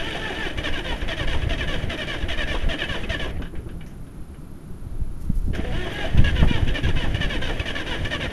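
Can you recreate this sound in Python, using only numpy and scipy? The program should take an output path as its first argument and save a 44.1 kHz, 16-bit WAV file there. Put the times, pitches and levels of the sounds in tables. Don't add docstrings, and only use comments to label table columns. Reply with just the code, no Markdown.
import sys
import numpy as np
from scipy import signal
from scipy.fft import rfft, irfft
from scipy.io import wavfile
from scipy.ndimage import uniform_filter1d

SR = 44100
rng = np.random.default_rng(int(sys.argv[2]) if len(sys.argv) > 2 else 0)


def pcm_store(signal):
    levels = np.round(np.clip(np.atleast_2d(signal), -1, 1) * 32767)
    wavfile.write(sys.argv[1], SR, levels.astype(np.int16).T)


N = 366912

# f/Hz, level/dB
CASTING_SPECTRUM = [(120, -79), (250, -50), (700, -14.5), (1300, -61), (1700, -16.5), (2100, -1.5),
                    (3000, 4), (3800, 0.5), (4200, -8.5), (6500, -17), (7500, -23.5), (9500, -16.5),
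                    (12000, -53), (15000, -62)]


def amp(db):
    return 10 ** (np.asarray(db) / 20)


def unit_rms(x, lo_hz=0, hi_hz=SR):
    z, hz = rfft(x), np.fft.rfftfreq(len(x), 1 / SR)
    return x * len(x) / np.sqrt(2 * np.sum(abs(z[(hz >= lo_hz) & (hz < hi_hz)]) ** 2))


def coloured(x, points):
    f, db = np.transpose(points)
    hz = np.fft.rfftfreq(len(x), 1 / SR)
    return irfft(rfft(x) * amp(np.interp(np.log(hz + 1), np.log(f + 1), db)), len(x))


def noise(spectrum, samples=N):
    return coloured(rng.standard_normal(samples), spectrum)


def drift(samples):
    return unit_rms(uniform_filter1d(uniform_filter1d(rng.standard_normal(N), samples), samples))


def add(mix, start_s, sound):
    part = mix[round(start_s * SR):][:len(sound)]
    part += sound[:len(part)]


def thumps(rows, cycles, puff_db):
    out, t = np.zeros(N), np.arange(-1500, 1500) / SR
    signs = rng.choice([-1., 1.], len(rows))
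    for (s, db, hz), sign in zip(rows, signs):
        bell = np.exp(-(t * hz / cycles) ** 2)
        puff = unit_rms(noise([(300, 14), (1000, -9), (4000, -57)], len(t)))
        add(out, s + t[0], sign * amp(db) * bell * (np.cos(2 * np.pi * hz * t) + amp(puff_db) * puff))
    return out


def puffs(rows, rush_db, width):
    # f/Hz, level/dB
    rush_spectrum = [(120, -45), (300, 4.5), (500, 1), (950, -11), (1300, -9.5), (3000, -33), (6000, -90)]
    out, t = np.zeros(N), np.arange(4000) / SR
    for s, db, hz, length_s in rows:
        air = rng.standard_normal(len(t))
        resonance = [(20, -90), (hz / (1 + width), -25), (hz, 0), (hz * (1 + width), -25), (5000, -90)]
        hollow = unit_rms(coloured(air, resonance))
        rush = amp(rush_db) * unit_rms(coloured(air, rush_spectrum))
        swell = 3 * t / length_s * np.exp(1 - 3 * t / length_s)
        add(out, s, amp(db - 10.5) * swell * (hollow + rush))
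    return out


def field():
    # f/Hz, density/dB
    spectrum = [(95, -17), (150, 6), (200, -3), (248, -3.5), (286, -3), (355, -6), (473, -16), (1120, -21),
                (1360, -20), (1720, -27), (6010, -38.5), (10700, -36), (13000, -37), (14500, -90)]
    return amp(-49.5) * unit_rms(noise(spectrum), 300, 14500)


def twitter(bursts_per_s=29.97):
    beat = (np.arange(N) / SR - .0094) * bursts_per_s
    gate = uniform_filter1d((abs((beat + .5) % 1 - .5) < .3) * 1.0, size=60)
    hz = 10850 + 450 * drift(120)
    return amp(-60.5 + 2 * drift(60)) * gate * np.sin(2 * np.pi * np.cumsum(hz) / SR)


def grass():
    # t/s, level/dB, length/s
    rustles = [(4.7794, -53, 0.04), (5.196, -39, 0.05), (5.234, -41, 0.031), (5.328, -39, 0.093),
               (5.404, -49, 0.03), (5.918, -38, 0.034)]
    out = np.zeros(N)
    for s, db, length_s in rustles:
        hiss, scatter = rng.standard_normal((2, 4000))[:, :round(length_s * SR)]
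        grains = unit_rms(hiss * amp(6.74 * scatter))
        add(out, s, amp(db - 12) * grains * np.hanning(len(grains)))
    return coloured(out, [(1500, -5), (5000, -2), (11000, 3), (14000, 7)])


def wind():
    # t/s, rumble/dB, flutter/dB
    gusts = [(0.0, -27.5, -33.5), (0.23, -30, -38), (1.57, -22.5, -28.5), (2.2, -31.5, -34),
             (2.23, -25, -28), (2.3, -21, -35), (2.5, -27.5, -36), (2.62, -23.5, -38), (2.66, -20.5, -32),
             (2.78, -31, -35.5), (3.04, -26, -28.5), (4.61, -40, -41.5), (4.82, -31, -36),
             (5.44, -17, -38.5), (5.49, -20.5, -26), (5.98, -25.5, -32), (6.21, -16, -21),
             (6.33, -24.5, -24.5), (6.439, -6, -17), (6.49, -17.5, -32), (6.67, -21, -24),
             (6.79, -23.5, -43), (6.84, -19, -22), (7.81, -28.5, -35), (8.04, -25, -28), (8.32, -45, -31.5)]
    # f/Hz, density/dB
    rumble_spectrum = [(5, -6.5), (15, -1), (35, -13), (70, -15), (110, -34), (300, -73.5)]
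    flutter_spectrum = [(40, -1.5), (70, -0.5), (150, -6), (230, -11.5), (400, -21), (800, -35),
                        (2500, -84)]
    s, rumble_db, flutter_db = np.transpose(gusts)
    t, lumps_db = np.arange(N) / SR, 2.5 * drift(1800)
    rumble = unit_rms(noise(rumble_spectrum) * amp(lumps_db))
    flutter = unit_rms(noise(flutter_spectrum) * amp(0.96 * lumps_db + 2 * drift(600)))
    return rumble * amp(np.interp(t, s, rumble_db)) + flutter * amp(np.interp(t, s, flutter_db))


def buffets():
    # t/s, level/dB, f/Hz
    eddies = [(1.214, -16.5, 93.4), (1.473, -11.5, 76.3), (1.633, -24, 65.3), (3.106, -17, 60.15),
              (3.391, -25, 54.5), (4.87, -20.5, 90), (5.019, -16.5, 70), (5.302, -7.5, 149),
              (5.378, -19, 75), (5.503, -10, 110.3), (5.596, -11.5, 203.7), (5.737, -38, 76.8),
              (5.887, -25, 96.6), (6.148, -9.5, 122.8), (6.196, -3.5, 107.2), (6.273, -17, 74.1),
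              (6.43, -2, 128.2), (6.467, -14, 124), (6.513, -6.5, 187.3), (6.554, -12, 90.2),
              (6.63, -8, 74.95), (6.838, -15, 96.3), (6.966, -13.5, 84.27), (7.21, -12.5, 113.3),
              (7.268, -14.5, 142.2)]
    # t/s, level/dB, f/Hz, length/s
    gust_cracks = [(6.42, -23, 807, 0.03)]
    return thumps(eddies, cycles=0.43, puff_db=-27) + puffs(gust_cracks, rush_db=8.5, width=3.1)


def housing(decay_scale=1.0):
    # f/Hz, width/Hz, level/dB
    modes = [(334, 74, 7), (516, 54, -5.5), (681, 51, 1), (821, 6.9, 3.5), (978, 150, -3.5), (1151, 39, -5),
             (1600, 13, -2.5), (1672, 19, 8), (1760, 32, 4.5), (1840, 107, 6.5), (2062, 48, 1),
             (2402, 77, 3.5), (2603, 25, 4.5), (2920, 14, -2), (2992, 31, 1), (3026, 21, 10),
             (3250, 24, 6.5), (3417, 96, -0.5), (3740, 57, -2), (4610, 29, -6.5), (4910, 140, -14),
             (5380, 27, -7.5), (5990, 530, -13.5), (6350, 90, -14.5)]
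    t = np.arange(3000) / SR
    return sum(amp(db) * width_hz * np.exp(-np.pi * width_hz * t / decay_scale)
               * np.sin(2 * np.pi * hz * t) for hz, width_hz, db in modes)


def knocks():
    # t/s, level/dB, brightest f/Hz, treble/dB, t60/s
    blows = [(1.0167, -27, 2383, -11, 0.15), (1.42, -29, 2396, -20, 0.086), (1.8231, -38, 2520, -6, 0.13),
             (2.2196, -31, 1602, -28, 0.19), (2.6228, -30, 2523, -22, 0.18), (3.036, -26, 2582, -30, 0.059),
             (3.384, -38, 1570, -27, 0.19), (3.4193, -26, 1500, -15, 0.14), (3.451, -31.5, 1550, -27, 0.14),
             (3.5526, -36, 2180, -30, 0.25), (3.6892, -36, 1500, -24, 0.17), (3.808, -36, 2300, -33, 0.16),
             (3.863, -41.5, 2150, 2, 0.24), (3.905, -47, 1800, -14, 0.17), (4.067, -47, 1530, -17, 0.15),
             (4.344, -44, 2290, -22, 0.13), (5.532, -38, 2387, -27, 0.15), (5.5442, -31, 1915, -15, 0.08),
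             (5.55, -24, 1550, -8, 0.12)]
    crack_spectrum = [(600, -25), (1200, 8), (4500, -9), (7000, -18), (12000, -38)]
    out, t = np.zeros(N), np.arange(9000) / SR
    for s, db, hz, treble_db, t60_s in blows:
        blow = rng.standard_normal(len(t)) * amp(-60 * t / t60_s) * np.minimum(t / 0.00072, 1)
        crack = coloured(blow * np.exp(-t / 0.0017), crack_spectrum)
        crack = amp(0.5 * treble_db - 4.5) * crack / abs(crack).max()
        ping = amp(-16.5 - 60 * t / (0.4 * t60_s)) * np.sin(2 * np.pi * hz * t)
        ping *= np.minimum(t / 0.0026, 1)
        ring = signal.oaconvolve(blow, housing(decay_scale=.4))[:len(t)]
        rattle = 1.2 * unit_rms(ring) + unit_rms(coloured(blow, CASTING_SPECTRUM))
        rattle = coloured(rattle, [(200, -10), (hz * 0.6, -5), (hz * 0.88, -5), (hz, -2), (hz * 1.14, -8),
                                   (hz * 1.4, -13), (4400, -10), (5500, treble_db + 6)])
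        add(out, s, amp(db) * (rattle / abs(rattle).max() + crack + ping))
    return out


def firings():
    # t/s, level/dB, pipe f/Hz
    catches = [(0.588, -14.5, 68.4), (1.027, -14, 50), (1.437, -14, 71.1), (1.842, -14, 77.4),
               (2.239, -19, 56.4), (2.643, -14, 55), (3.049, -41, 325.6), (6.69, -25, 216.4),
               (7.151, -10.5, 85.9), (7.604, -14, 70.7), (8.05, -18, 81.2)]
    return thumps(catches, cycles=0.44, puff_db=-22)


def barks():
    # t/s, level/dB, f/Hz, length/s
    compressions = [(0.92, -28, 897, 0.033), (1.335, -28.5, 912, 0.041), (1.74, -35, 901, 0.026),
                    (2.14, -30.5, 888, 0.029), (2.54, -25, 1001, 0.031), (2.945, -28, 896, 0.027),
                    (3.238, -33, 1010, 0.04), (6.56, -31, 891, 0.054), (7.04, -27, 905, .03),
                    (7.495, -26.5, 795, 0.035), (7.94, -33, 905, 0.029)]
    return puffs(compressions, rush_db=6, width=0.4)


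def strokes():
    rows = [(0, "engage", -27.5, 341.4, 440), (0.031, "slow", -27, 418.2, 320),
            (0.189, "slow", -28, 409.2, 314), (0.345, "slow", -27.5, 418.3, 302),
            (0.5, "catch", -33.5, 329.3, 310), (0.578, "kick", -29.5, 591.4, 670),
            (0.636, "first", -26.5, 642.7, 484), (0.73, "second", -29.5, 581, 425),
            (0.845, "third", -29.5, 522, 416), (1.015, "catch", -35, 608, 510),
            (1.082, "first", -27.5, 702, 565), (1.172, "second", -28.5, 638, 483),
            (1.275, "third", -29, 572.5, 390), (1.42, "catch", -33.5, 598, 590),
            (1.494, "first", -28, 710.3, 580), (1.581, "second", -29.5, 668.4, 450),
            (1.676, "third", -29, 588.3, 455), (1.823, "catch", -35, 583.8, 690),
            (1.898, "first", -28, 685.5, 583), (1.979, "second", -29, 624, 530),
            (2.073, "third", -28.5, 592.5, 465), (2.2212, "catch", -36, 620, 550),
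            (2.287, "first", -27, 699, 570), (2.377, "second", -28, 633.7, 500),
            (2.476, "third", -28, 591, 480), (2.6243, "catch", -35.5, 589.5, 596),
            (2.691, "first", -27.5, 701.5, 500), (2.786, "second", -29, 658, 445),
            (2.888, "third", -29.5, 582.4, 400), (3.037, "catch", -38, 530, 640),
            (3.095, "first", -27.5, 684, 533), (3.197, "last", -30, 604, 510),
            (3.315, "coast", -56, 440, 450), (3.382, "rest", -79, 400, 190), (5.534, "spin", -42, 205, 220),
            (5.645, "spin", -40.5, 247.5, 245), (5.7262, "slow", -31.5, 295, 318),
            (5.9, "heave", -25, 358.2, 337), (6.175, "kick", -30.5, 518, 580),
            (6.243, "first", -27, 564.5, 530), (6.357, "second", -29.5, 517, 400),
            (6.476, "third", -29, 481.5, 400), (6.681, "kick", -30.5, 575, 556),
            (6.745, "first", -28.5, 619, 520), (6.832, "second", -29.5, 571, 394),
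            (6.96, "third", -30, 521, 390), (7.147, "kick", -29, 574.5, 640),
            (7.207, "first", -27, 610.8, 530), (7.298, "second", -29, 586, 414),
            (7.418, "third", -28.5, 522.5, 424), (7.598, "kick", -30, 593, 610),
            (7.658, "first", -27.5, 636.6, 525), (7.752, "second", -28.5, 586.7, 477),
            (7.865, "third", -28, 530, 396), (8.05, "kick", -28.5, 600, 610),
            (8.109, "first", -27, 629, 544), (8.205, "second", -28, 574, 420),
            (8.305, "engage", -34.5, 531.6, 470)]
    ends_s = [row[0] for row in rows[1:]] + [N / SR + .03]
    return [(*row, end_s - row[0]) for row, end_s in zip(rows, ends_s)]


def chugs(chug_s=0.039, spread_db=1.5, pitch_spread=0.03):
    chugs_by_kind = {"kick": [(.1, -31, 320)], "catch": [(.1, -31.5, 345)], "first": [(.02, -38, 618.1),
                     (.42, -29, 296)], "second": [(.38, -30, 328)], "third": [(.4, -31, 455)],
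                     "slow": [(.7, -27, 373), (.72, -26, 707)], "heave": [(.5, -19.5, 630)], "spin": [],
                     "coast": [], "last": [(.36, -24.5, 345)], "engage": [(.7, -33, 400)],
                     "rest": [(.005, -24, 299), (.066, -28.5, 324), (.096, -38, 450), (.128, -33.5, 330)]}
    rows = []
    for s, kind, *_, length_s in strokes():
        for onset, db, hz in chugs_by_kind[kind]:
            db += spread_db * rng.standard_normal()
            hz *= 1 + pitch_spread * rng.standard_normal()
            rows.append((s + onset * length_s, db, hz, chug_s))
    return puffs(rows, rush_db=-2.5, width=0.23)


def churn_and_brushes(load_db):
    # f/Hz, level/dB
    churn_spectrum = [(100, -58), (220, -2.5), (350, -2.5), (650, -2.5), (1000, -17), (2000, -8.5),
                      (5000, -35.5), (9000, -86)]
    brush_spectrum = [(4000, 0.5), (7000, 3), (9200, 2.5), (11500, -7), (13000, -36), (15000, -50)]
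    running = uniform_filter1d((load_db > -68) * 1.0, size=900)
    churn = unit_rms(noise(churn_spectrum)) * amp(-36.5 + 0.08 * (load_db + 15.5) + 2 * drift(500))
    hiss = unit_rms(noise(brush_spectrum)) * amp(-56 + 0.63 * (load_db + 35.5) + 2 * drift(150))
    return running * (churn + hiss)


def squeaks():
    # t/s, level/dB, f/Hz, length/s
    chirps = [(1.231, -41, 2600, 0.016), (1.432, -30.5, 2580, .018), (2.432, -30, 2632, 0.025),
              (2.841, -30, 2605, .022), (3.034, -31, 2558, 0.025), (6.67, -35, 2584, 0.013),
              (7.248, -43, 2620, .015), (7.595, -23, 2542, 0.016)]
    out, t = np.zeros(N), np.arange(2000) / SR
    for s, db, hz, length_s in chirps:
        waver = 1 + .012 * unit_rms(uniform_filter1d(rng.standard_normal(len(t)), size=60))
        swell = np.sin(np.pi * np.minimum(t / length_s, 1) ** .6) ** 2
        add(out, s, amp(db) * swell * np.sin(2 * np.pi * np.cumsum(hz * waver) / SR))
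    return out


def growl(tooth_hz, gain):
    # multiple, level/dB
    harmonics = [(1, -7), (2, -2), (3, -8)]
    teeth = np.cumsum(tooth_hz * (1 + .01 * drift(300))) / SR
    return gain * sum(amp(db + 2.3 * drift(700)) * np.cos(2 * np.pi * k * teeth) for k, db in harmonics)


def cranking(drop_s=.024, slack_db_per_s=-36, retry_s=6.2):
    load_shapes = {"catch": (0.17, -1, -0.5, -7.5), "kick": (0.39, 4, -3, -10),
                   "first": (.54, -1.5, 0, -11), "second": (.6, -2, 0, -11), "third": (.5, -2, 0, -6),
                   "coast": (.5, -6, -13, -7), "slow": (0.87, -4.5, -1.8, -6), "last": (0.46, -3, -1, -9),
                   "heave": (0.6, -11, -4.5, -12), "spin": (0.906, .44, -0.81, -1.6),
                   "engage": (5, -0.5, -4.5, -8), "rest": (.05, -.1, -.1, -.1)}
    arches = {"catch": -.07, "kick": -.05, "first": .0, "second": .03, "third": .06, "coast": .08, "slow":
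              .19, "last": 0, "heave": .19, "spin": .01, "engage": -.14, "rest": 0}
    tones = {"catch": .32, "kick": .39, "first": .43, "second": .45, "third": .45, "slow": .39, "last": .4,
             "heave": .4, "engage": .32, "spin": .33, "coast": .2, "rest": 0}
    growls_db = {"spin": -36, "slow": -39.5, "heave": -46}
    load_db, tooth_hz, tone, growl_gain, dull_db = np.zeros((5, N))
    for s, kind, stroke_db, take_up_hz, let_go_hz, length_s in strokes():
        (knee, *offsets_db), arch = load_shapes[kind], arches[kind]
        knee_s = length_s * np.clip(knee * (.94 if s > retry_s else 1), .02, .98)
        part = slice(round(s * SR), min(round((s + length_s) * SR), N))
        t = np.arange(part.start, part.stop) / SR - s
        load_db[part] = stroke_db + np.interp(t, [0, knee_s, knee_s + drop_s], offsets_db)
        load_db[part] += slack_db_per_s * np.maximum(t - knee_s - drop_s, 0)
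        progress = np.minimum(t / min(knee_s + .022, length_s), 1)
        meshed = progress < 1
        arch_hz = arch * (take_up_hz + let_go_hz) / 2 * abs(4 * progress * (1 - progress)) ** .75
        tooth_hz[part] = take_up_hz + (let_go_hz - take_up_hz) * progress + arch_hz
        purity = 1 - 3 * abs(arch) * (1 - 2 * progress) ** 2
        tone[part] = tones[kind] * meshed * (1 - .35 * progress ** 2) * purity
        growl_gain[part] = amp(growls_db.get(kind, -90)) * meshed
        dull_db[part] = -2 * progress * (kind != "spin")
    load_db = np.r_[load_db[130:], load_db[-130:]]
    return (uniform_filter1d(load_db, 90), uniform_filter1d(tooth_hz, 200), uniform_filter1d(tone, 600),
            uniform_filter1d(growl_gain, 600), uniform_filter1d(dull_db, 200))


def gears(load_db, tooth_hz, tone, dull_db, wear_db=3, pinion_teeth=9):
    teeth = np.cumsum(tooth_hz * (1 + .04 * (.67 - tone) * drift(120))) / SR
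    sway = amp(6 * np.tanh(drift(300)))
    whine = sum(np.roll(sway, 9001 * k) * np.cos(2 * np.pi * (k * teeth + rng.random()))
                / (1 + (k / 7) ** 2) for k in range(1, 13))
    wear = amp(wear_db * rng.standard_normal(N)[teeth.astype(int)])
    run_out = 1 + .2 * np.cos(2 * np.pi * teeth / pinion_teeth)
    rasp = np.sqrt(.45 - tone ** 2) * rng.standard_normal(N)
    load = amp(load_db)
    drive = (tone * unit_rms(whine * wear) + rasp) * run_out * load
    ring = unit_rms(signal.oaconvolve(drive, housing())[:N], 1400, 4000)
    body = amp(1) * ring + unit_rms(coloured(drive, CASTING_SPECTRUM), 1400, 4000)
    treble = coloured(body, [(1900, -40), (2300, 0)])
    body += (amp(dull_db) - 1) * treble
    return unit_rms(body, 1480, 4100) * np.sqrt(np.mean(load ** 2))


def scene():
    load_db, tooth_hz, tone, growl_gain, dull_db = cranking()
    starter = gears(load_db, tooth_hz, tone, dull_db) + growl(tooth_hz, growl_gain) + squeaks()
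    engine = churn_and_brushes(load_db) + chugs() + barks() + knocks()
    near = wind() + buffets() + grass() + twitter()
    return (starter + engine + firings() + near + field())[None]


def record(dry):
    # f/Hz, gain/dB
    roll_off = [(11000, -1), (12200, 0.5), (13000, -25), (14300, -13)]
    notch_hz, edge_hz = 7900, 14300
    soft = .9 * np.tanh(dry[0] / .9)
    dipped = signal.lfilter(*signal.iirnotch(notch_hz, Q=16, fs=SR), coloured(soft, roll_off))
    band_limit = signal.firwin(511, edge_hz, window=("kaiser", 9), fs=SR)
    return signal.oaconvolve(dipped, band_limit, "same")[None]


dry = scene()
out = record(dry)
pcm_store(out)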